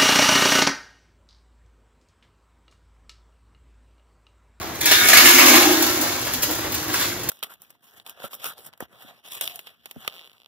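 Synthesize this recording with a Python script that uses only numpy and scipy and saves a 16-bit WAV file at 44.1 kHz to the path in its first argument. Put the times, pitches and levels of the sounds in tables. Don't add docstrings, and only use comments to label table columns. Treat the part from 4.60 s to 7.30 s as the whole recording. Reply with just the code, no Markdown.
import sys
import numpy as np
from scipy import signal
from scipy.fft import rfft, irfft, next_fast_len
from scipy.io import wavfile
from scipy.ndimage import map_coordinates

SR = 44100
rng = np.random.default_rng(int(sys.argv[2]) if len(sys.argv) > 2 else 0)


def wav_record(signal):
    frames = np.transpose(np.atleast_2d(signal))
    bounded = np.clip(frames, -1, 1)
    quanta = np.round(bounded * 32767).astype(np.int16)
    wavfile.write(sys.argv[1], SR, quanta)


N = 119070

PELLET_SPREAD_DB = 4.5
CLUMP_T60_S = .1


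def amp(db):
    return 10 ** (np.asarray(db) / 20)


def unit(x):
    return x / np.sqrt(np.mean(x ** 2) + 1e-20)


def along(points, hz):
    f, v = np.transpose(points)
    return np.interp(np.log(hz + 1), np.log(f + 1), v)


def curves(rows):
    s, *cols = np.transpose(rows)
    return [np.interp(np.arange(N) / SR, s, c) for c in cols]


def wobble(rate):
    knots = rng.standard_normal(N // 20)
    return map_coordinates(knots, [np.arange(N) * rate / SR], mode="mirror")


def filtered(x, response):
    size = 2 * next_fast_len(N * 2 // 3)
    spectrum = rfft(x, size) * response(np.fft.rfftfreq(size, 1 / SR))
    return irfft(spectrum, size)[..., :N]


def coloured(x, points):
    def response(hz):
        cepstrum = irfft(np.log(unit(amp(along(points, hz)))))
        half = len(cepstrum) // 2
        return np.exp(rfft(np.r_[cepstrum[:1], 2 * cepstrum[1:half], np.zeros(half)]))
    return filtered(x, response)


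def rung(x, modes):
    def response(f):
        h = 0
        for k, (centre_hz, width_hz, db) in enumerate(modes):
            damping = 1j * f * width_hz
            h = h + (-1) ** k * amp(db) * damping / (centre_hz ** 2 - f * f + damping)
        return h / np.sqrt(np.mean(abs(h) ** 2))
    return filtered(x, response)


def gliding(x, hz, width_hz):
    turn = np.exp(2j * np.pi * np.cumsum(hz) / SR)
    pole = np.exp(-np.pi * width_hz / SR)
    gain = np.sqrt(2 * (1 - pole ** 2))
    return np.real(turn * signal.lfilter([gain], [1, -pole], x / turn))


def impacts(rate, spread_db):
    chance = rate / SR
    size = amp(spread_db * np.minimum(rng.exponential(size=N), 4))
    struck = rng.random(N) < chance
    sign = np.sign(rng.standard_normal(N))
    return unit(struck * sign * size / np.sqrt(chance))


def bursts(rows, t60_s):
    attack_s = .0012
    t = np.arange(N) / SR
    power = np.zeros(N)
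    for s, db in rows:
        age = np.maximum(t - s, 0)
        power += (amp(db - 60 * age / t60_s) * (1 - np.exp(-age / attack_s))) ** 2
    return np.sqrt(power)


def outdoors():
    # (frequency [Hz], relative level [dB])
    rumble_colour = [(20, -27), (60, -3.5), (115, 2), (170, -5), (350, -3.5), (2000, -13), (4000, -24.5),
                     (15000, -68)]
    level_db, side_db = -35.5, -10.5
    mid, side = coloured(rng.standard_normal((2, N)), rumble_colour)
    side = side * amp(side_db)
    return amp(level_db) * np.array([mid + side, mid - side])


def diffuse(channels=3):
    # (frequency [Hz], T60 [s])
    porch_t60 = [(250, .08), (2000, .26), (11000, .5)]
    hz, t, z = signal.stft(rng.standard_normal((channels, SR // 3)), SR, nperseg=256)
    fade = amp(-60 * t / along(porch_t60, hz)[:, None])
    fade = fade / np.linalg.norm(fade, axis=1, keepdims=True)
    tail = signal.istft(z * fade, SR, nperseg=256)[1]
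    return tail / np.linalg.norm(tail, axis=1, keepdims=True)


def porch(x, count=14):
    # (frequency [Hz], unrelated over shared sound [dB])
    stereo_spread = [(100, -10), (380, -9), (750, 4), (1700, 0), (7100, 2), (8400, -28), (9700, -28),
                     (10700, -5), (12200, -5), (13000, -32)]
    # (frequency [Hz], phase [rad])
    channel_phase = [(100, 0), (1500, .3), (2600, 1.2), (4000, 1.2), (5700, 2.9), (6900, 4), (7600, 3.8),
                     (8300, np.pi), (10000, np.pi), (11700, 1.4), (12900, 0)]
    shared_tail_db = -6

    place = np.linspace(0, count - 1, N)
    echo = 0
    for k in range(count):
        share = np.sqrt(np.maximum(1 - abs(place - k), 0))
        echo = echo + signal.oaconvolve((x * share)[None], diffuse(), axes=1)[:, :N]
    shared = (x + amp(shared_tail_db) * echo[0]) / np.hypot(1, amp(shared_tail_db))

    def shared_response(f):
        turn = np.exp(.5j * np.array([[-1], [1]]) * along(channel_phase, f))
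        return turn / np.hypot(1, amp(along(stereo_spread, f)))

    def unrelated_response(f):
        ratio = amp(along(stereo_spread, f))
        return ratio / np.hypot(1, ratio)

    return filtered(shared, shared_response) + filtered(echo[1:], unrelated_response)


def bag():
    # (time [s], level [dB])
    crinkles = [(.15, -27.5), (1.222, -8.5), (1.411, -13.5), (1.735, -13.5), (1.821, -15), (1.829, -10),
                (1.86, -30), (1.909, -16), (1.95, -22), (2.119, -19), (2.142, -15), (2.338, -19),
                (2.632, -22.5), (2.688, -11)]
    # (time [s], level [dB])
    bumps = [(1.894, -25), (2.046, -24), (2.69, -27)]
    # (frequency [Hz], relative level [dB])
    plastic_colour = [(200, -15), (1000, -5), (3000, -3), (6500, 0), (11000, 0), (15700, -2.5)]
    # (frequency [Hz], relative level [dB])
    bump_colour = [(100, -8), (300, -6), (560, 5), (1100, -6), (3000, -9), (12000, -28)]
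    rate_per_s, spread_db = 8000, 2.5
    crinkle_t60_s, bump_t60_s = .085, .15
    crinkling = impacts(rate_per_s, spread_db) * bursts(crinkles, crinkle_t60_s)
    bumping = impacts(rate_per_s, spread_db) * bursts(bumps, bump_t60_s)
    return coloured(crinkling, plastic_colour) + coloured(bumping, bump_colour)


def drum(rate, drum_db, heap_db):
    # (centre [Hz], width [Hz], relative level [dB])
    hopper_modes = [(308.7, 22, 1.5), (359, 16, 1), (404, 8, -7)]
    boom_hz, boom_width_hz, boom_db = 257.3, 10.8, -8.5
    drumming = rung(impacts(rate, PELLET_SPREAD_DB) * amp(drum_db), hopper_modes)
    boom_hits = impacts(rate, PELLET_SPREAD_DB) * amp(heap_db + boom_db)
    return drumming + rung(boom_hits, [(boom_hz, boom_width_hz, 0)])


def walls(rate, flutter):
    # (time [s], level [dB])
    wall_ring = [(.23, -60), (.27, -26), (.33, -20.5), (.48, -21.5), (.57, -14.5), (.63, -20.5),
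                 (.8, -18.5), (.95, -20), (1.1, -34.5), (1.5, -62)]
    # (centre [Hz], width [Hz], relative level [dB])
    wall_modes = [(1248, 13, 2), (1455, 14, -4), (1624, 34, 1.5), (1704, 22, -2), (1752, 15, 1),
                  (1792, 13, -2), (2068, 29, -1.5), (2145, 19, 1.5), (2224, 43, 2.5), (2460, 36, -3)]
    wall_db, = curves(wall_ring)
    return rung(impacts(rate, PELLET_SPREAD_DB) * flutter * amp(wall_db), wall_modes)


def grate(rate):
    # (time [s], level [dB])
    grate_ring = [(.203, -62), (.21, -30), (.26, -25), (.3, -20.5), (.385, -20), (.44, -31), (.6, -28),
                  (1, -38), (1.4, -58)]
    # (time [s], centre [Hz])
    grate_pitch = [(.21, 3430), (.35, 3660)]
    width_hz = 120
    grate_db, = curves(grate_ring)
    grate_hz, = curves(grate_pitch)
    return gliding(impacts(rate, PELLET_SPREAD_DB) * amp(grate_db), grate_hz, width_hz)


def heap(rate, flutter, heap_db):
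    # (time [s], level [dB])
    knocks = [(1.416, -18), (1.668, -20), (2.296, -23.5), (2.341, -16), (2.386, -30), (2.409, -17)]
    # (frequency [Hz], relative level [dB])
    heap_colour = [(150, -22), (300, -27), (500, -5.5), (750, -1.5), (920, -1.5), (1400, -2.5), (2200, -10),
                   (3500, -8.5), (7000, -10.5), (15000, -16)]
    level = np.hypot(flutter * amp(heap_db), bursts(knocks, CLUMP_T60_S))
    return coloured(impacts(rate, PELLET_SPREAD_DB) * level, heap_colour)


def ticks():
    rate_per_s, middle_hz, range_octaves, t60_cycles = 700, 3300, 1.1, 12
    count = int(rate_per_s * N / SR)
    start = rng.integers(N, size=(count, 1))
    hz = middle_hz * 2 ** (range_octaves * rng.uniform(-0.954, 1, (count, 1)))
    size = amp(PELLET_SPREAD_DB * np.minimum(rng.exponential(size=(count, 1)), 3))
    age = np.arange(SR // 100)
    cycles = hz * age / SR
    rings = size * np.sin(2 * np.pi * cycles) * amp(-60 * cycles / t60_cycles)
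    return unit(np.bincount((start + age).ravel(), rings.ravel(), N)[:N])


def clatter(rate, flutter, clatter_db):
    # (time [s], level [dB])
    clumps = [(.209, -14), (.255, -6.5), (.303, -21), (.312, -2), (.486, -1), (.531, 0), (.569, 3),
              (.655, 0), (.691, -5), (.785, -2.5), (.859, -3), (.886, -3), (.959, -2.5), (.98, -15)]
    # (frequency [Hz], relative level [dB])
    clatter_colour = [(200, -21), (700, -9), (1500, -4), (3000, -2.5), (7500, 0), (10500, -1.3),
                      (13000, -4.2), (15700, -7.5)]
    tick_db = -5
    stream = np.hypot(flutter * amp(clatter_db), bursts(clumps, CLUMP_T60_S))
    dense = coloured(impacts(rate, PELLET_SPREAD_DB) * stream, clatter_colour)
    return (dense + amp(tick_db) * ticks() * stream) / np.hypot(1, amp(tick_db))


def pellets():
    # (time [s], pellet-on-pellet clatter [dB], heap patter [dB], hopper drumming [dB])
    pour = [(0, -52.5, -30.5, -34.5), (.2, -32.5, -39, -48), (.22, -28, -43.5, -29.5),
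            (.26, -19, -30.5, -30), (.33, -17, -36, -30.5), (.44, -15.5, -27.5, -36),
            (.56, -15.5, -22.5, -25.5), (.61, -13.5, -20, -25.5), (.635, -11.5, -18, -23),
            (.67, -12.5, -31, -25), (.75, -10.5, -19.5, -18), (.81, -11.5, -15, -22.5),
            (.95, -15, -14.5, -18), (1.1, -19.5, -22, -24), (1.42, -25, -26, -32), (1.52, -26, -28.5, -35),
            (1.8, -31.5, -35.5, -40), (2.08, -31.5, -33, -34), (2.16, -30.5, -34, -39),
            (2.325, -27, -33.5, -31.5), (2.35, -22.5, -37, -41.5), (2.44, -24.5, -30.5, -38),
            (2.6, -34, -54, -43.5)]
    trickle_rate_per_s, added_rate_per_s = 3500, 7000
    flutter_knots_per_s, flutter_db = 70, 1.7
    low_cut_hz = 230
    clatter_db, heap_db, drum_db = curves(pour)
    rate = trickle_rate_per_s + added_rate_per_s * amp(clatter_db - clatter_db.max())
    flutter = amp(flutter_db * wobble(flutter_knots_per_s))
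    steel = drum(rate, drum_db, heap_db) + walls(rate, flutter) + grate(rate)
    grains = heap(rate, flutter, heap_db) + clatter(rate, flutter, clatter_db)
    no_bass = signal.butter(6, low_cut_hz, "high", fs=SR, output="sos")
    return signal.sosfilt(no_bass, steel + grains)


def scene():
    return porch(pellets() + bag()) + outdoors()


def record(dry):
    ceiling, top_hz = .97, 15730
    rounded = dry / (1 + (dry / ceiling) ** 6) ** (1 / 6)
    return filtered(rounded, lambda hz: hz < top_hz)


dry = scene()
out = record(dry)
wav_record(out)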